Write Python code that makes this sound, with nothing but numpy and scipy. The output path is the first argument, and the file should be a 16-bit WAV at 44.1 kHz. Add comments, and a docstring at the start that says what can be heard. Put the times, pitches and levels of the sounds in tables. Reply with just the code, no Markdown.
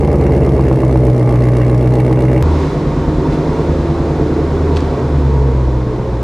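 """A big V8 car lopes at fast idle in a large workshop hall. First the tailpipes are close: each firing
sends a pressure pulse, a puff of gas and a metallic rasp out of the pipes while the revs settle.
At 2.4 s the scene changes with a click to the car creeping far down the hall: echoes blur the firings
into a rumble, and the tyres stick and slip in soft squeals. At 4.75 s grit cracks under a tyre;
then the revs sag."""
import sys
import numpy as np
from scipy import signal
from scipy.fft import rfft, irfft
from scipy.io import wavfile
from scipy.ndimage import uniform_filter1d, minimum_filter1d

SR = 44100
rng = np.random.default_rng(int(sys.argv[2]) if len(sys.argv) > 2 else 0)


def log_audio(samples):
    """Write samples as a 16-bit WAV file to the path given in sys.argv[1]."""
    # one column per channel
    frames = np.atleast_2d(samples).T
    # limit to full scale, then quantise
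    limited = np.clip(frames, -1, 1)
    pcm = np.round(limited * 32767).astype(np.int16)
    wavfile.write(sys.argv[1], SR, pcm)


N = 274743
T = np.arange(N) / SR
FAR_START_S = 2.426


def exhaust(count, pipe, rough, scatter_db, gust_firings):
    """A pressure pulse at every firing, then a dying gust of turbulence, both through the pipes."""
    pulses = np.diff(np.floor(count), prepend=np.floor(count[0]))
    gusts = np.exp(-(count % 1) / gust_firings) * rng.standard_normal(N)
    pressure = blows(count, THUMP, scatter_db) * (unit_rms(pulses) + rough * unit_rms(gusts))
    return unit_rms(colour(pressure, pipe))


# Cylinders in firing order. Each row: thump in dB, gas puff in dB.
CYLINDERS = [(3.5, 5), (2, 1.5), (5, 2), (0, 5), (-7, -3), (-2.5, 2), (5, 1), (0.5, 3.5)]
THUMP, PUFF = 0, 1

def blows(count, column, scatter_db):
    """Strength of the latest firing: its cylinder's own, plus scatter."""
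    index = np.floor(count).astype(int)
    scatter = rng.standard_normal(1024)[index % 1024]
    return gain_of(np.array(CYLINDERS)[index % len(CYLINDERS), column] + scatter_db * scatter)


# Engine speed. Each row: time in seconds, firings per second.
NEAR_SPEED = [(0.0, 74.97), (0.25, 72.52), (0.74, 66.21), (1.21, 61.85), (1.66, 61.65), (2.16, 63.85),
              (2.42, 64.15)]
# Firing note in the hall's standing waves. Each row: time in seconds, level in dB.
NEAR_NOTE = [(0.0, -18.5), (0.7, -18.5), (0.79, -29), (0.88, -17), (1.08, -18), (1.22, -36), (1.3, -21),
             (1.9, -21), (2.03, -25), (2.42, -20)]
# Booming orders. Each row: crank order, level in dB.
NEAR_BOOM_ORDERS = [(7, -19), (7.5, -17.5), (8, -11)]
# Boom resonance, pipe and rumble spectra. Each row: frequency in Hz, gain in dB.
NEAR_BOOM_RESPONSE = [(110, -67), (116, -7), (120, -7), (123.5, 2.5), (128, 1), (133, -3), (141, -4.5),
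                      (150, -4.5)]
NEAR_PIPE = [(40, -19), (100, 1.5), (150, -2), (225, -11), (320, -9.5), (450, 0.5), (560, -4.5), (700, -6),
             (1170, -7.5), (1350, -15), (1900, -19.5), (2300, -21.5), (2600, -34), (3600, -46),
             (15000, -100)]
NEAR_RUMBLE = [(10, -42), (25, -1), (55, 42), (90, -15), (150, -1), (220, -2), (400, -53)]
# Pipe and hall resonances. Each row: centre in Hz, width in Hz, gain in dB.
NEAR_MODES = [(213, 21, -4), (266, 23, -2), (336, 26, 6), (451, 32, -2), (579, 33, 12.5), (620, 28, -11),
              (690, 14, -13), (819, 37, -4), (875, 16, 1), (2120, 180, -0.5), (2750, 62, 5)]

def near_car():
    """Close tailpipes: boom, throbbing exhaust and a sharp puff of gas at every firing."""
    count = firings(NEAR_SPEED, start_s=0)
    note = gain_of(2) * firing_note(count + .41, [NEAR_NOTE], waver=.02)
    boom = gain_of(-2.5) * booming(count, NEAR_BOOM_ORDERS, NEAR_BOOM_RESPONSE, waver=.056, spread=5.4)
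    lines = gain_of(2.2) * near_lines(count)
    rumble = gain_of(-36.5) * noise(NEAR_RUMBLE)
    pipes = exhaust(count - .52, NEAR_PIPE, rough=1, scatter_db=1.3, gust_firings=.93)
    pipes = gain_of(rev_level_db(count, -16.5, db_per_hz=.033)) * unit_rms(ring(pipes, NEAR_MODES))
    roar = gain_of(-9) * hall(pipes, t60_s=.97, wet_db=1)
    gas_gain = gain_of(rev_level_db(count, -43, db_per_hz=-.051))
    mid = note + boom + lines + roar + pops() + rumble + rasp(count) + gas_gain * puffs(count)
    echoes = hall(pipes, t60_s=.42, wet_db=-6.5) - pipes
    return stereo(mid, echoes + gas_gain * puffs(count) + gain_of(-7) * rasp(count))


# Engine speed. Each row: time in seconds, firings per second.
FAR_SPEED = [(2.42, 79.23), (2.7, 77.15), (3.09, 76.83), (3.59, 78.47), (3.89, 77.65), (4.33, 77.44),
             (4.71, 78.98), (4.93, 77.23), (5.47, 65.72), (5.82, 61.66), (6.23, 60.47)]
# Firing note and its octave. 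Each row: time in seconds, level in dB.
FAR_NOTE = [(2.42, -10), (2.6, -13), (2.74, -35), (3.12, -20.5), (3.39, -28.5), (3.74, -18), (4.11, -24.5),
            (4.76, -14), (5.01, -26), (5.18, -12.5), (5.69, -13.5), (6.0, -27), (6.23, -18)]
FAR_OCTAVE = [(2.42, -27), (2.75, -19.5), (3.9, -21.5), (4.63, -25.5), (4.85, -39), (5.12, -19),
              (5.45, -16), (5.6, -16.5), (6.23, -22.5)]
# Booming orders. Each row: crank order, level in dB.
FAR_BOOM_ORDERS = [(7, -23), (7.5, -23)]
# Boom resonance, pipe and rumble spectra. Each row: frequency in Hz, gain in dB.
FAR_BOOM_RESPONSE = [(112, -9.5), (122, -8), (132, 4.5), (140, -6.5), (148, 2)]
FAR_PIPE = [(40, -20), (100, 1), (145, 1.5), (195, -2.5), (250, 0.5), (310, 3), (410, -0.5), (540, -4.5),
            (640, -5.5), (800, -10), (1100, -12.5), (1400, -16.5), (2100, -32), (3000, -50), (15000, -100)]
FAR_RUMBLE = [(10, -16), (22, -18), (35, 3), (52, 3), (75, 2), (130, -31.5), (400, -82)]
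# Pipe and hall resonances. Each row: centre in Hz, width in Hz, gain in dB.
FAR_MODES = [(338, 11, -8.5), (373, 84, -14.5), (433, 12, -0.5), (502, 84, -9), (530, 14, -19)]

def far_car():
    """Far down the hall echoes blur the firings; tyre hiss and squeal lie on top."""
    count = firings(FAR_SPEED, FAR_START_S)
    exhaust_db = rev_level_db(count, -21.5, db_per_hz=.2)
    swing_db = 1.04 * bump(middle_s=3.4, length_s=1.7)  # the car swings round
    load_db = exhaust_db - exhaust_db[T > FAR_START_S].mean() + swing_db
    note = gain_of(-.06) * firing_note(count, [FAR_NOTE, FAR_OCTAVE], waver=.06)
    boom = gain_of(-1.8) * booming(count, FAR_BOOM_ORDERS, FAR_BOOM_RESPONSE, waver=.07, spread=1.5)
    lines = gain_of(load_db - 1.5) * far_lines(count)
    pipes = ring(exhaust(count - .4, FAR_PIPE, rough=2.42, scatter_db=.25, gust_firings=.79), FAR_MODES)
    rumble = gain_of(-27) * noise(FAR_RUMBLE)

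    def wash():
        """A fresh diffuse mix of exhaust echoes and tyres."""
        roar = gain_of(exhaust_db) * unit_rms(hall(pipes, t60_s=1.57, wet_db=6.5))
        return roar + tyre_hiss(count) + tyre_squeal()
    return stereo(note + boom + lines + singing(count) + rumble + wash(), gain_of(-1) * wash())


def firing_note(count, tables, waver):
    """The firing rate (crank order 4) and its multiples, each on its level curve."""
    orders = 4 * np.arange(1, len(tables) + 1)
    return drone(count, orders, [curve(rows) for rows in tables], waver, np.zeros(len(orders)))


def booming(count, table, response, waver, spread):
    """Low orders boom as they slide into a resonance; spread phases (radians) soften the beat."""
    orders, own_db = np.transpose(table)
    rate_hz = firing_hz(count)
    levels_db = [db + np.interp(k * rate_hz / 4, *np.transpose(response)) for k, db in table]
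    return drone(count, orders, levels_db, waver, spread * (orders - 8) ** 2)


# Exhaust lines. Each row: crank order, idle level in dB, raised-rev level in dB.
NEAR_ORDERS = [(3.0, -45.0, -26.0), (3.5, -37.0, -40.0), (4.5, -37.0, -33.0), (5.0, -38.0, -30.0),
               (6.5, -46.0, -37.0), (8.5, -40.0, -33.0), (9.0, -33.0, -29.0), (9.5, -31.0, -36.0),
               (10.0, -34.0, -48.0), (10.5, -38.0, -32.0), (11.0, -44.0, -28.0), (11.5, -39.0, -33.0),
               (12.0, -30.0, -31.0), (12.5, -45.0, -37.0), (13.0, -38.0, -43.0), (13.5, -42.0, -32.0),
               (14.0, -37.0, -31.0), (14.5, -51.0, -33.0), (15.0, -43.0, -35.0), (15.5, -33.0, -39.0),
               (16.0, -28.0, -29.0), (16.5, -42.0, -41.0), (17.0, -43.0, -33.0), (17.5, -44.0, -37.0),
               (18.0, -40.0, -38.0), (18.5, -40.0, -28.0), (19.0, -35.0, -28.0), (19.5, -37.0, -35.0),
               (20.0, -25.0, -26.0), (20.5, -36.0, -36.0), (21.0, -36.0, -36.0), (21.5, -37.0, -42.0),
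               (22.0, -37.0, -31.0), (22.5, -32.0, -38.0), (23.0, -42.0, -28.0), (23.5, -34.0, -34.0),
               (24.0, -30.0, -31.0), (24.5, -41.0, -30.0), (25.0, -47.0, -31.0), (25.5, -43.0, -29.0),
               (26.0, -36.0, -33.0), (26.5, -37.0, -29.0), (27.0, -36.0, -43.0), (27.5, -29.0, -36.0),
               (28.0, -40.0, -37.0), (28.5, -29.0, -38.0), (29.0, -34.0, -43.0), (29.5, -44.0, -38.0),
               (30.0, -41.0, -36.0), (30.5, -40.0, -37.0), (31.0, -35.0, -38.0), (31.5, -37.0, -44.0),
               (32.0, -37.0, -40.0), (32.5, -39.0, -40.0), (35.0, -40.0, -47.0), (35.5, -34.0, -41.0),
               (36.0, -32.0, -46.0), (37.0, -37.0, -45.0), (37.5, -50.0, -41.0), (38.5, -43.0, -46.0),
               (39.0, -42.0, -46.0), (39.5, -38.0, -49.0), (40.0, -38.0, -45.0), (40.5, -51.0, -41.0),
               (41.5, -51.0, -40.0), (42.5, -42.0, -44.0), (43.0, -48.0, -44.0), (43.5, -41.0, -48.0),
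               (45.0, -53.0, -43.0), (45.5, -55.0, -44.0), (46.5, -45.0, -52.0), (49.0, -46.0, -54.0),
               (51.5, -43.0, -52.0), (53.0, -45.0, -49.0)]

def near_lines(count, steady_hz=62.2, blend_hz=(63, 69), growth_db_per_hz=.7, growth_top_hz=64):
    """Firm exhaust drone: the same crests every engine cycle, changing colour with the revs."""
    orders, idle_db, raised_db = np.transpose(NEAR_ORDERS)
    rate_hz = firing_hz(count)
    revved = np.interp(rate_hz, blend_hz, [0, 1])
    growth_db = growth_db_per_hz * (np.minimum(rate_hz, growth_top_hz) - steady_hz)
    idling_db = sliding_db(rate_hz, orders, idle_db, NEAR_PIPE, NEAR_MODES, steady_hz)
    levels_db = ((1 - revved) * (idle + growth_db) + revved * raised
                 for idle, raised in zip(idling_db, raised_db))
    return drone(count, orders, levels_db, waver=.07, phases=lope(orders, (idle_db + raised_db) / 2))


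def lope(orders, line_db, throb=.45, crest_firings=.11, crest_floor=.45):
    """Phases that gather the orders into two pressure crests a firing, higher on strong cylinders."""
    count = np.arange(1024) / 128 + PHASE_ORIGIN_FIRINGS  # one engine cycle
    crests = np.exp(-(((count - 2.45) % .5 - .25) / crest_firings) ** 2)
    envelope = (crest_floor + crests) * blows(count - .5, THUMP, scatter_db=0) ** throb
    bins, lines = np.rint(2 * orders).astype(int), np.zeros(513, complex)
    cycle = envelope * crests ** 4 + .3 * rng.standard_normal(len(count))
    for _ in range(30):  # impose line levels and envelope in turn
        phases = np.angle(rfft(cycle)[bins])
        lines[bins] = gain_of(line_db) * np.exp(1j * phases)
        cycle = envelope * np.cos(np.angle(signal.hilbert(irfft(lines))))
    return phases


# Exhaust lines. Each row: crank order, level in dB.
FAR_ORDERS = [(2, -35), (2.5, -33), (3, -38), (3.5, -36), (5, -34), (5.5, -38), (6, -38), (6.5, -37),
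              (9, -40), (10.5, -35), (11, -37), (12, -39), (12.5, -29), (13, -38), (13.5, -28), (14, -32.5),
              (14.5, -35), (15, -35), (15.5, -36), (17, -37), (18, -36), (18.5, -33.5), (19, -38),
              (20, -38), (20.5, -37), (21, -33.5), (22, -38), (23, -35.5), (24, -40), (25, -39),
              (25.5, -36), (26, -40), (27, -39), (28, -36), (30, -42), (34, -42)]

def far_lines(count, steady_hz=77.8):
    """Distant exhaust drone; echoes smear it while the revs change."""
    orders, line_db = np.transpose(FAR_ORDERS)
    rate_hz = firing_hz(count)
    glide_hz_per_s = abs(np.gradient(uniform_filter1d(rate_hz, SR // 4))) * SR
    smear = .042 * glide_hz_per_s
    levels_db = sliding_db(rate_hz, orders, line_db, FAR_PIPE, FAR_MODES, steady_hz)
    return drone(count, orders, levels_db, waver=.13 + smear) / (1 + smear)


def sliding_db(rate_hz, orders, line_db, pipe, modes, steady_hz):
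    """Orders swell and fade as they slide through the pipe's resonances."""
    f = np.arange(1500.)
    ringing = 1 + sum(gain_of(db) / (1 + 2j * (f - hz) / width) for hz, width, db in modes)
    pipe_db = np.interp(f, *np.transpose(pipe)) + 20 * np.log10(abs(ringing))
    return (db + np.interp(k * rate_hz / 4, f, pipe_db) - np.interp(k * steady_hz / 4, f, pipe_db)
            for k, db in zip(orders, line_db))


# Swells, keyed by crank order. Each row: middle in seconds, length in seconds, level in dB.
SINGING_ORDERS = {2.5: [(3.05, .7, -26)], 8.5: [(5.45, .25, -24)], 9: [(5.95, .5, -31)],
                  13: [(4.92, .3, -27)], 14.5: [(5.25, .3, -25)], 15.5: [(5.5, .2, -26)],
                  16: [(2.62, .3, -23), (3.3, .65, -23), (4.27, .5, -22), (5.18, .25, -29)],
                  17.5: [(3.55, .25, -27), (4.05, .7, -20), (4.68, .2, -26)], 19.5: [(2.7, .3, -27),
                  (3.3, .35, -26), (4.65, .3, -25)], 20: [(5.82, .3, -24)], 20.5: [(4.66, .38, -22.5)],
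                  21: [(2.68, .25, -26), (3.95, .3, -29), (6.0, .4, -34)], 22.5: [(3.58, .2, -24),
                  (4.25, .4, -23.5)], 28.5: [(5.48, .18, -23), (5.85, .3, -29)], 32.5: [(5.85, .35, -31)],
                  35.5: [(6.1, .35, -30)]}

def singing(count):
    """Single orders sing out as the car creeps through the hall's standing waves."""
    orders = sorted(SINGING_ORDERS)
    levels_db = [20 * np.log10(swells(SINGING_ORDERS[k]) + 1e-6) for k in orders]
    return drone(count, orders, levels_db, waver=.08)


PHASE_ORIGIN_FIRINGS = 2.7

def drone(count, orders, levels_db, waver, phases=None):
    """Wavering crank orders; by default loosely in step with the strongest cylinder."""
    turns = (count - PHASE_ORIGIN_FIRINGS) / 4
    knots_s = np.arange(0, T[-1] + .1, .1)
    if phases is None:
        phases = rng.uniform(-2.3, 2.3, len(orders))
    out = np.zeros(N)
    for order, db, phase in zip(orders, levels_db, phases):
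        swell, drift = (waver * np.interp(T, knots_s, v) for v in rng.standard_normal((2, len(knots_s))))
        out += gain_of(db) * (1 + swell) * np.cos(2 * np.pi * order * turns + 2 * drift + phase)
    return np.sqrt(2) * out


# Hard thumps. Each row: start in seconds, peak in dB.
POPS = [(.0815, -8), (.148, -12), (.296, -12), (.412, -17), (.474, -13), (.5945, -6), (.7135, -6),
        (.8345, -6), (.896, -11), (.9575, -7), (1.0845, -14), (2.1105, -14), (2.238, -14), (2.363, -14)]
# Thump spectrum. Each row: frequency in Hz, gain in dB.
POP_COLOUR = [(100, -25), (250, -7), (450, -1), (850, -4), (1150, -9), (1400, -22), (2200, -29),
              (3500, -46), (15000, -100)]

def pops():
    """Some firings crack harder out of the tailpipes: one short pressure pulse each."""
    kicks = np.zeros(N)
    for start_s, db in POPS:
        kicks[round(start_s * SR)] = gain_of(db)
    return colour(kicks, POP_COLOUR) / colour(1. 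* (T == 0), POP_COLOUR).max()


# Gas hiss spectrum. Each row: frequency in Hz, gain in dB.
PUFF_COLOUR = [(1500, -4), (3000, 0), (4200, -1), (5700, -3), (7300, -8), (9600, -7), (12300, -14),
               (13500, -27), (15000, -43)]

def puffs(count, lag_firings=.58):
    """Gas hisses out at every firing; a weaker reflection follows, over a steady hiss."""
    age = (count - lag_firings) % 1
    strength = blows(count - lag_firings, PUFF, scatter_db=2)
    puff = strength * (1 - np.exp(-age / .064)) * np.exp(-age / .15)
    reflection = .37 * np.roll(puff, round(.0054 * SR))
    envelope = np.sqrt(puff ** 2 + reflection ** 2 + .14 ** 2)
    return noise(PUFF_COLOUR, envelope)


# Tailpipe rasp and its harder spits. Each row: time in seconds, level in dB.
RASP_LEVEL = [(0, -41.5), (.3, -39), (.75, -39), (1.2, -45.5), (1.38, -39), (1.75, -39.5), (2.1, -40),
              (2.4, -34.5)]
SPITS = [(.266, -33), (.417, -32), (1.357, -33), (1.481, -33), (1.612, -27), (1.632, -34), (1.997, -26),
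         (2.317, -34)]
# Rasp spectrum. Each row: frequency in Hz, gain in dB.
RASP_COLOUR = [(1100, -22.5), (1500, -5.5), (1900, -1), (2200, 0.5), (2480, -11.5), (2750, -2.5),
               (3100, -25), (6000, -37)]

def rasp(count, lag_firings=.475, spit_decay_s=.013):
    """A metallic rasp rides on every firing and sometimes spits harder."""
    age = (count - lag_firings) % 1
    strength = blows(count - lag_firings, PUFF, scatter_db=1.2)
    bursts = strength * (1 - np.exp(-age / .014)) * np.exp(-age / .6)
    buzz = gain_of(curve(RASP_LEVEL)) * unit_rms(bursts)
    spits = sum(gain_of(db) * decay(start_s, spit_decay_s) for start_s, db in SPITS)
    return np.hypot(buzz, spits) * noise(RASP_COLOUR)


# Squeals. Each row: middle in seconds, length in seconds, level in dB.
SQUEALS = [(2.513, 0.53, -28), (3.262, 0.094, -29), (3.547, 0.37, -30.5), (3.964, 0.082, -32),
           (4.74, 0.22, -33.5), (5.345, 0.19, -30.5), (5.593, 0.31, -31.5)]
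# Tyre whine spectrum. Each row: frequency in Hz, gain in dB.
WHINE = [(600, -60.5), (860, 6), (950, 6), (1020, 0), (1120, 4), (1250, -38), (1700, -51)]

def tyre_squeal(pitch_hz=960, scrub_db=-31):
    """Turning rubber sticks and slips on the smooth floor: a noisy whine and a hall-smeared note."""
    squeal = swells(SQUEALS)
    whine = np.hypot(gain_of(scrub_db), squeal) * gain_of(-2.9 + .46 * wander(11)) * noise(WHINE)
    hz = pitch_hz * (1 + .03 * wander(12.5))
    note = hall(np.sin(2 * np.pi * np.cumsum(hz) / SR), t60_s=.75, wet_db=-6)
    return whine + gain_of(-3.5) * squeal * unit_rms(note)


# Tyre hiss spectrum. Each row: frequency in Hz, gain in dB.
TYRE_HISS = [(1000, 0.5), (2000, 7), (2900, -0.5), (3600, -0.5), (5000, -3), (7000, -8.5), (9000, -16.5),
             (12000, -22), (13500, -39), (15000, -57)]
# Hall resonances. Each row: centre in Hz, width in Hz, gain in dB.
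HISS_MODES = [(3530, 31, 0.5), (3970, 150, -7)]
# Hiss spurts. Each row: middle in seconds, length in seconds, rise in dB.
SPURTS = [(3.335, 0.044, 4), (3.552, 0.44, 1)]

def tyre_hiss(count):
    """Tyre hiss follows the revs, swells as the car swings round and rings in the hall."""
    swing_db = 4 * bump(middle_s=2.62, length_s=.23)
    spurts_db = sum(db * bump(middle_s, length_s) for middle_s, length_s, db in SPURTS)
    level_db = rev_level_db(count, -40, db_per_hz=.21) + swing_db + spurts_db
    return gain_of(level_db) * unit_rms(ring(noise(TYRE_HISS), HISS_MODES))


# Grit snaps. Each row: start in seconds, level in dB.
SNAPS = [(4.7512, -26), (4.7624, -18), (4.7678, -20), (4.769, -10.5), (4.772, -13), (4.7741, -21),
         (4.7771, -19), (4.779, -24), (4.8058, -22)]
# Snap spectrum. Each row: frequency in Hz, gain in dB.
GRIT = [(500, 3), (1500, 9), (2100, 10), (3000, 8.5), (4700, 9), (8000, -1.5), (12500, -21), (14500, -51)]

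def grit():
    """A stone cracks under the rolling tyre in a quick run of snaps."""
    snaps = np.zeros(N)
    for start_s, db in SNAPS:
        snap = noise(GRIT, decay(start_s, decay_s=.0009))
        snaps += gain_of(db) * snap / abs(snap).max()
    return stereo(hall(snaps, t60_s=.39, wet_db=-7), hall(snaps, t60_s=.6, wet_db=-8) - snaps)


def hall(x, t60_s, wet_db):
    """Direct sound plus a dense tail of echoes."""
    t = T[:SR]
    tail = rng.standard_normal(SR) * (rng.random(SR) < .05) * gain_of(-60 * t / t60_s) * (t > .004)
    return x + gain_of(wet_db) * signal.oaconvolve(x, tail / np.linalg.norm(tail))[:N]


# Side signal spectrum. Each row: frequency in Hz, gain in dB.
SPREAD = [(60, -18), (200, -31.5), (380, -22.5), (700, -14), (1300, -13), (2400, -6), (4400, -9),
          (8000, -6.5), (15000, -4)]

def stereo(mid, diffuse):
    """Diffuse sound differs between left and right, mostly in the treble."""
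    side = colour(diffuse, SPREAD)
    return np.array([mid + side, mid - side])


def firings(speed, start_s):
    """Firings since start_s: eight per engine cycle, four per crank turn."""
    count = np.cumsum(curve(speed)) / SR
    return count - count[round(start_s * SR)]


def firing_hz(count):
    return np.gradient(count) * SR


def rev_level_db(count, idle_db, db_per_hz, idle_hz=62):
    return idle_db + db_per_hz * (firing_hz(count) - idle_hz)


def ring(x, modes):
    """Adds narrow resonances."""
    return x + sum(gain_of(db) * signal.lfilter(*signal.iirpeak(hz, hz / width, SR), x)
                   for hz, width, db in modes)


def colour(x, spectrum, size=8192):
    """Minimum-phase filter."""
    hz, db = np.transpose(spectrum)
    log_hz = np.log(abs(np.fft.fftfreq(size, 1 / SR)) + 1)
    log_gain = np.interp(log_hz, np.log(hz), db) * np.log(10) / 20
    taps = np.fft.ifft(np.exp(signal.hilbert(log_gain).conj())).real[:size // 2]
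    return signal.oaconvolve(x, taps)[:N]


def noise(spectrum, envelope=1):
    return unit_rms(colour(envelope * rng.standard_normal(N), spectrum))


def wander(hz):
    """Slow random drift."""
    f = np.fft.rfftfreq(N, 1 / SR)
    return unit_rms(irfft(rfft(rng.standard_normal(N)) * np.exp(-(f / hz) ** 2), N))


def swells(rows):
    return sum(gain_of(db) * bump(middle_s, length_s) for middle_s, length_s, db in rows)


def bump(middle_s, length_s):
    return np.exp(-(2 * (T - middle_s) / length_s) ** 2)


def decay(start_s, decay_s):
    return (T >= start_s) * np.exp(-abs(T - start_s) / decay_s)


def curve(rows):
    return np.interp(T, *np.transpose(rows))


def gain_of(db):
    return 10 ** (np.asarray(db) / 20)


def unit_rms(x):
    return x / np.sqrt(np.mean(x ** 2) + 1e-20)


def scene():
    """The near car gives way to the far one in 1 ms, with a click."""
    far = np.clip((T - FAR_START_S) * 1000, 0, 1)
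    click = gain_of(-3.5) * decay(FAR_START_S, decay_s=.00041)
    return (1 - far) * near_car() + far * far_car() + grit() - click


def record(dry):
    """Channel tone, the left a little brighter; then a peak limiter and a 15.7 kHz low-pass."""
    left = colour(dry[0], [(150, .04), (500, -2), (2000, -2), (7000, -2), (13000, -1)])
    right = colour(dry[1], [(150, .15), (500, -.81), (2000, -1.2), (7000, -3), (13000, -5)])
    limit_gain = .98 / np.maximum(np.maximum(abs(left), abs(right)), .98)
    limited = np.array([left, right]) * uniform_filter1d(minimum_filter1d(limit_gain, 241), 241)
    low_pass = signal.firwin(511, 15700, window=("kaiser", 9), fs=SR)
    return signal.oaconvolve(limited, low_pass[None], "same")


dry = scene()
out = record(dry)
log_audio(out)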